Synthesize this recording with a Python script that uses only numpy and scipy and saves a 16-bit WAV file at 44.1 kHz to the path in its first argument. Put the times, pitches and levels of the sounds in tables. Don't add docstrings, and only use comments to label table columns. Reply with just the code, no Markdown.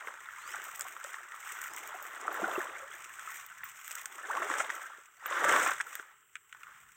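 import sys
import numpy as np
from scipy import signal
from scipy.fft import rfft, irfft, next_fast_len
from scipy.io import wavfile
from scipy.ndimage import map_coordinates

SR = 44100
rng = np.random.default_rng(int(sys.argv[2]) if len(sys.argv) > 2 else 0)


def materialize(psi):
    bounded = np.clip(np.atleast_2d(psi).T, -1, 1)
    quanta = np.round(bounded * 32767).astype(np.int16)
    wavfile.write(sys.argv[1], SR, quanta)


N = 306936


def amp(db):
    return 10 ** (np.asarray(db) / 20)


def decibels(power):
    return 10 * np.log10(power)


def unit(x):
    return x / np.sqrt(np.mean(x ** 2) + 1e-20)


def wobble(rate):
    return map_coordinates(rng.standard_normal(int(N * rate / SR) + 4), [np.arange(N) * rate / SR])


def fade(t, t60):
    return np.exp(-np.log(1000) * t / t60)


def add(track, s, sound):
    part = track[round(s * SR):][:len(sound)]
    part += sound[:len(part)]


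def band(x, low_hz, high_hz):
    bandpass = signal.butter(3, [low_hz, high_hz], "band", fs=SR, output="sos")
    return signal.sosfiltfilt(bandpass, np.pad(x, 512))[512:-512]


def colour(x, points):
    m = 2 * next_fast_len(len(x))
    hz, db = np.transpose(points)
    gain = amp(np.interp(np.log(np.fft.rfftfreq(m, 1 / SR) + 1), np.log(hz), db))
    cepstrum = irfft(np.log(gain + 1e-6))
    cepstrum[1:m // 2] *= 2
    cepstrum[m // 2 + 1:] = 0
    return irfft(rfft(x, m) * np.exp(rfft(cepstrum)))[:len(x)]


def swells(rows, lag_s=0, length=1):
    roundness = 1.746
    power = np.zeros(N)
    for s, db, rise, fall in rows:
        t = np.arange(N) / SR - s - lag_s
        away = np.abs(t / (length * np.where(t < 0, rise, fall)))
        power += amp(db - 10 * np.minimum(away ** roundness, 20)) ** 2
    return power


# f/Hz, level/dB
AIR_TONE = [(15, -48.5), (25, -55), (127, -21.5), (242, -14.5), (439, 1.5), (714, -52), (1370, -20.5),
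            (2990, 3), (4740, -37.5), (5730, -62.5), (7510, 8), (10100, -17.5), (16000, -1)]
def open_air():
    return amp(-67) * unit(colour(rng.standard_normal(N), AIR_TONE))


# t/s, level/dB, rise/s, fall/s
HAND_BUMPS = [(0.6, -76.5, .5, 0.53), (1.75, -76, .5, 0.48), (2.9, -76, .6, 1.1), (3.62, -70, 0.034, 0.055),
              (5.6, -66, .12, .2), (6.76, -74.5, .2, .4)]
def hand_rumble():
    tone = [(20, -20.5), (45, 5.5), (75, -2.0), (140, -0.5), (300, -14.5), (900, -38)]
    rumble = unit(colour(rng.standard_normal(N), tone))
    grip_db = -86
    return np.sqrt(swells(HAND_BUMPS) + amp(grip_db) ** 2) * rumble


# t/s, length/s, start f/Hz, end f/Hz, level/dB
BIRD_WHISTLES = [(0.39, .19, 3800, 6300, -58), (1.67, .13, 4400, 6400, -61), (5.15, .13, 4000, 6200, -73)]
def bird():
    out = np.zeros(N)
    for s, length, start_hz, end_hz, db in BIRD_WHISTLES:
        progress = np.linspace(0, 1, int(length * SR))
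        waver = 1 + .012 * wobble(300)[:len(progress)]
        pitch = start_hz * (end_hz / start_hz) ** progress * waver
        flutter = amp(db + 4 * wobble(120)[:len(progress)])
        add(out, s, flutter * np.sin(np.pi * progress) * np.sin(2 * np.pi * np.cumsum(pitch) / SR))
    return colour(out, [(3800, -1), (4500, -7), (5400, 0)])


# f/Hz, level/dB
REED_TONE = [(900, -34), (2000, 6), (3500, -7.5), (4500, -24.5), (5700, -6), (7000, -1.5), (8300, 0.5),
             (9400, -16.5), (10500, -21.5), (12500, -12.5), (15000, -7.5), (16000, -14.5)]
# t/s, level/dB, rise/s, fall/s, extra top treble/dB
REED_BRUSHES = [(0.08, -55.5, 0.045, 0.02, 3), (0.55, -51, 0.26, 0.16, -1), (0.78, -52, 0.26, 0.24, 3.5),
                (1.132, -49, 0.12, 0.066, -1.5), (1.53, -45.5, 0.14, 0.079, 2.5),
                (1.64, -45.5, 0.037, 0.039, 4), (1.82, -51.5, 0.32, 0.2, 2), (2.06, -54, 0.037, 0.066, 8.5),
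                (2.36, -70, .05, 0.098, 15), (2.569, -52.5, 0.12, .09, 7), (3.05, -57.5, 0.25, 0.3, -2),
                (3.39, -49, 0.32, 0.08, 1.5), (3.66, -50, 0.013, 0.045, 1), (3.92, -49, 0.2, 0.14, 2.5),
                (4.13, -51, .07, 0.064, 3.5), (4.37, -47.5, 0.1, 0.088, -2.5),
                (4.53, -41, 0.065, 0.053, -8), (4.61, -34.5, 0.034, 0.024, -6),
                (4.76, -51, 0.056, 0.078, -2), (5.28, -54, 0.063, 0.16, -6),
                (5.642, -36.5, 0.17, 0.079, -3.5), (5.96, -49, 0.1, .055, 0), (6.78, -64, 0.38, 0.32, 1.5)]
def rustle():
    catches = (rng.random(N) < 260 / SR) * amp(3.8 * np.minimum(rng.exponential(size=N), 3.8))
    t = np.arange(SR // 50) / SR
    tick_shape = fade(t, t60=0.023) * (1 - np.exp(-t / 0.0002))
    ticks = signal.fftconvolve(catches, tick_shape)[:N] * rng.standard_normal(N)
    rub = unit(colour(unit(ticks) + amp(-3) * rng.standard_normal(N), REED_TONE))
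    top = band(rub, 10500, 17000)
    blades = swells([row[:4] for row in REED_BRUSHES])
    crisp = swells([(s, db + extra, rise, fall) for s, db, rise, fall, extra in REED_BRUSHES])
    spray = amp(-13.5) ** 2 * splashes(lag_s=0.018, length=1.2) + amp(-5) ** 2 * drain()
    crisp_db = decibels((crisp + amp(-3) ** 2 * spray) / (blades + spray))
    top_gain = amp(crisp_db + 1.6 * wobble(28))
    loudness = amp(decibels(blades + spray) + 1.1 * wobble(30))
    return loudness * (rub - top + top_gain * top)


# f/Hz, level/dB
STEM_TONE = [(150, -49), (850, -26), (1400, 15.5), (2200, 9), (3400, 4.5), (4500, -22.5), (5800, -13.5),
             (8000, -4), (10200, -26.5), (12500, -12.5), (14800, -7), (16000, -10.5)]
# t/s, level/dB, body/dB, top/dB (both against the middle band)
STEM_SNAPS = [(0.6397, -33.5, -13, 6), (0.758, -29, -10, -0.5), (0.7941, -28.5, -23, -0.5),
              (0.8084, -19, -10, -13.5), (0.8186, -29, -20, -9), (0.883, -30, 1, -2.5),
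              (1.0409, -29.5, -8, -14), (1.521, -30.5, -3, 1), (1.6152, -29, -9, -3), (1.7348, -30, -3, -3),
              (1.7628, -29.5, -20, -5), (1.8742, -32, -5, 0.5), (2.025, -30, -18, 7),
              (2.212, -34, -25, -11), (2.329, -33, -12, 13.5), (2.3424, -33, -12, 7), (3.463, -33, -17, 6),
              (3.878, -25.5, 3, 5), (3.909, -31, 3, -4), (3.914, -27, -9, -10), (3.9264, -33, 0, 0.5),
              (3.9526, -24.5, -5, -5), (4.0136, -31.5, -5, -0.5), (4.0561, -24, -3, -12),
              (5.2583, -29, 8, -8), (5.8101, -20, 5.5, -18.5), (5.9527, -22.5, 3.5, 2),
              (6.354, -28, 11, -25), (6.365, -36, 18, -13), (6.5257, -32, 13, -16), (6.6319, -34, 15, -6)]
def snaps():
    out, t = np.zeros(N), np.arange(SR // 20) / SR
    bands_hz = [(450, 4500), (4500, 10200), (10200, 17000)]
    for s, peak_db, body_db, top_db in STEM_SNAPS:
        splinters = (fade(t, t60=0.012) + amp(-15.5) * fade(t, t60=0.038)) * rng.choice([-1, 1], len(t))
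        splinters[SR // 1500] += 3
        burst = colour(splinters, STEM_TONE)
        snap = sum(amp(db) * unit(band(burst, *hz)) for db, hz in zip((body_db, 0, top_db), bands_hz))
        add(out, s + 0.00082, amp(peak_db) * snap / np.abs(snap).max())
    return out


# t/s, level/dB, f/Hz, ring time/s,
# slide/(octaves a second)
BUBBLE_PLOPS = [(0.073, -43, 456, 0.023, -2), (0.547, -47, 667, 0.039, 8), (1.044, -45, 574, 0.041, -3.5),
                (1.942, -40.5, 675, 0.087, 10.5), (2.2798, -19, 1320, 0.012, 3),
                (2.418, -42.5, 202, 0.1, 3.5), (2.427, -31.5, 353, 0.059, -5), (2.554, -33, 2700, 0.021, 1),
                (2.562, -24.5, 1280, 0.015, -20), (2.578, -26.5, 378, 0.043, -3),
                (2.819, -46.5, 522, 0.13, 3), (3.641, -34, 15000, 0.017, 0),
                (4.296, -28.5, 733, 0.087, 54.5), (4.371, -28, 1025, 0.046, 17),
                (4.503, -41, 313, 0.049, 12), (4.607, -27.5, 680, 0.019, -4), (4.983, -52, 424, 0.018, -5),
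                (5.262, -33.5, 14750, 0.028, -3), (5.31, -37.5, 487, 0.044, 29),
                (5.996, -49, 420, 0.028, -6)]
def plops():
    out, t = np.zeros(N), np.arange(SR // 5) / SR
    for s, db, hz, t60, slide in BUBBLE_PLOPS:
        pitch = hz * 2 ** np.minimum(slide * t, 1.3)
        onset = (1 - np.exp(-t / (0.045 * t60))) ** 2
        ring = fade(t, t60) * onset * np.sin(2 * np.pi * np.cumsum(pitch) / SR)
        add(out, s, amp(db) * ring / np.abs(ring).max())
    return out


# f/Hz, level/dB
SHALLOW_TONE = [(200, -58), (600, -53.5), (850, -13), (1080, -4), (1350, 1.5), (1950, -5), (2500, -19),
                (3600, -19), (4400, -35.5), (6000, -24.5), (10000, -40)]
# t/s, level/dB, f/Hz
WATER_SLAPS = [(0.072, -28.5, 2030), (0.083, -30, 1310), (0.14, -37, 1400), (0.546, -30.5, 1220),
               (0.565, -30, 1590), (0.866, -35, 1110), (0.965, -32.5, 1280), (1.046, -32, 1360),
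               (1.142, -29, 1760), (1.32, -35.5, 1820), (1.342, -34.5, 1200), (2.614, -29, 1490),
               (3.634, -31.5, 1890), (4.351, -23.5, 1170), (4.369, -26.5, 1080), (4.5, -21, 1100),
               (4.513, -22.5, 1800), (4.539, -21, 1570), (4.602, -18.5, 1330), (4.701, -22, 1880),
               (5.258, -25, 1190), (5.442, -13.5, 1170), (5.562, -16.5, 1270), (5.686, -23.5, 1350),
               (5.716, -19.5, 1345), (5.801, -24, 1620), (5.806, -20, 1860), (5.996, -29, 1410),
               (6.547, -40, 1450)]
def slaps():
    out, t = np.zeros(N), np.arange(SR // 20) / SR
    bubble_shape = fade(t, t60=0.016) * (1 - np.exp(-t / 0.00019)) ** 2
    for s, db, hz in WATER_SLAPS:
        smack = unit(colour(fade(t, t60=0.024) * rng.choice([-1, 1], len(t)), SHALLOW_TONE))
        bubble = unit(bubble_shape * np.sin(2 * np.pi * hz * t * (1 + 3 * t)))
        slap = smack + amp(1) * bubble
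        add(out, s + .0003, amp(db + 1) * slap / np.abs(slap).max())
    return out


def bubbles(rate, low_hz, high_hz, cycles, spread_db, rise, samples):
    count = int(rate * N / SR)
    when, pitch, loud, life = rng.random((count, 4)).T[:, :, None]
    hz = low_hz * (high_hz / low_hz) ** pitch
    t = np.arange(samples) / SR
    t60 = np.minimum(cycles * (.5 + life) / hz, samples / SR)
    strength = hz * amp(-spread_db * np.log(1 - .97 * loud))
    shape = strength * fade(t, t60) * (1 - np.exp(-2 * hz * t))
    tones = shape * np.sin(2 * np.pi * hz * t * (1 + .5 * rise * t / t60))
    at = (when * N).astype(int) + np.arange(samples)
    return unit(np.bincount(at.ravel(), tones.ravel())[:N])


def bursts(rate, size_db, t60):
    spills = (rng.random(N) < rate / SR) * np.minimum(rng.exponential(size=N), 2.5)
    t = np.arange(SR // 8) / SR
    spill_shape = fade(t, t60) * (1 - np.exp(-t / .0005))
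    return unit(1 + amp(size_db) * signal.fftconvolve(spills, spill_shape)[:N])


def drain():
    steady_db, seep_db, hold_s, fall_db_per_s = -55, -70.5, 4.89, 60
    late = np.maximum(np.arange(N) / SR - hold_s, 0)
    return amp(steady_db - fall_db_per_s * late) ** 2 + amp(seep_db) ** 2


def trickle():
    flow_db = decibels(splashes() + drain())
    pops = bubbles(rate=650, low_hz=700, high_hz=4500, cycles=14, spread_db=4.2, rise=.15, samples=1000)
    plinks = bubbles(rate=90, low_hz=1000, high_hz=3400, cycles=50, spread_db=4, rise=.12, samples=2000)
    drops = unit(colour(pops + amp(-3) * plinks, SHALLOW_TONE))
    wash = unit(colour(rng.standard_normal(N), SHALLOW_TONE))
    wash_share = np.interp(flow_db, [-57, -50, -43, -31], [.6, .32, .32, .68])
    clusters = bursts(rate=70, size_db=-6, t60=.04)
    return amp(flow_db) * clusters * (np.sqrt(1 - wash_share) * drops + np.sqrt(wash_share) * wash)


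# t/s, splash level/dB, deep level/dB, rise/s, fall/s
TRAP_HEAVES = [(0.05, -47, -59.5, 0.25, 0.17), (0.35, -46.5, -86, 0.17, 0.43),
               (0.6, -48, -63.5, 0.17, 0.32), (0.85, -49, -65, 0.058, 0.35), (1.1, -52.5, -67.5, .12, 0.32),
               (1.58, -44, -67.5, 0.24, 0.18), (1.879, -47, -58, 0.28, 0.26),
               (2.15, -45.5, -63.5, 0.26, .1), (2.46, -38, -47, 0.27, 0.33), (3, -51.5, -66.5, 0.4, 0.1),
               (3.32, -47.5, -70, 0.33, 0.21), (3.66, -50.5, -87, 0.13, 0.057),
               (3.95, -49.5, -69, 0.044, 0.13), (4.499, -37, -49, 0.27, 0.33),
               (5.35, -31.5, -52.5, 0.085, 0.24), (5.541, -26.5, -37, 0.12, 0.17),
               (5.94, -50.5, -66, 0.18, 0.18), (6.679, -57, -80, 0.14, 0.26)]
def splashes(lag_s=0, length=1):
    return swells([(s, db, rise, fall) for s, db, _, rise, fall in TRAP_HEAVES], lag_s, length)


# f/Hz, level/dB
DEEP_TONE = [(50, -60.5), (130, -5.5), (195, -9), (340, 2), (500, 6.5), (750, 7.5), (1150, 3), (1900, -2),
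             (3000, -33), (6000, -83)]
# f/Hz, level/dB
LAP_TONE = [(150, -42.5), (260, -14), (350, -4), (560, -1.5), (760, 3.5), (1100, 1), (1900, -19),
            (4000, -51.5)]
def surge():
    deep_heaves = [(s, db, rise, fall) for s, _, db, rise, fall in TRAP_HEAVES]
    shoves = swells(deep_heaves, lag_s=-0.031, length=0.89)
    push_db = decibels(shoves + amp(-22.5) ** 2 * drain())
    gurgle = bubbles(rate=360, low_hz=170, high_hz=1900, cycles=20, spread_db=3.3, rise=.25, samples=3000)
    wash = rng.standard_normal(N)
    deep = unit(unit(colour(gurgle, DEEP_TONE)) + amp(-4.5) * unit(colour(wash, DEEP_TONE)))
    lap = unit(unit(colour(gurgle, LAP_TONE)) + amp(-6) * unit(colour(wash, LAP_TONE)))
    deep_share = np.interp(push_db, [-54, -42], [0, 1])
    return amp(push_db + 5.5) * (np.sqrt(deep_share) * deep + np.sqrt(1 - deep_share) * lap)


def among_reeds(x):
    t = np.arange(SR // 4) / SR
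    tail = rng.standard_normal(len(t)) * fade(t, t60=.09) * (t > .003)
    return x + amp(-17) * signal.fftconvolve(x, tail / np.linalg.norm(tail))[:N]


def scene():
    swamp = among_reeds(surge() + trickle() + rustle() + snaps() + slaps() + plops() + bird())
    return (swamp + open_air() + hand_rumble())[None]


def record(dry):
    top_hz = 16050
    thin = colour(dry[0], [(25, -25.0), (70, -1.5), (130, -1.0), (200, -0.5)])
    m = next_fast_len(N + SR // 2)
    return irfft(rfft(thin, m) * (np.fft.rfftfreq(m, 1 / SR) < top_hz), m)[None, :N]


dry = scene()
out = record(dry)
materialize(out)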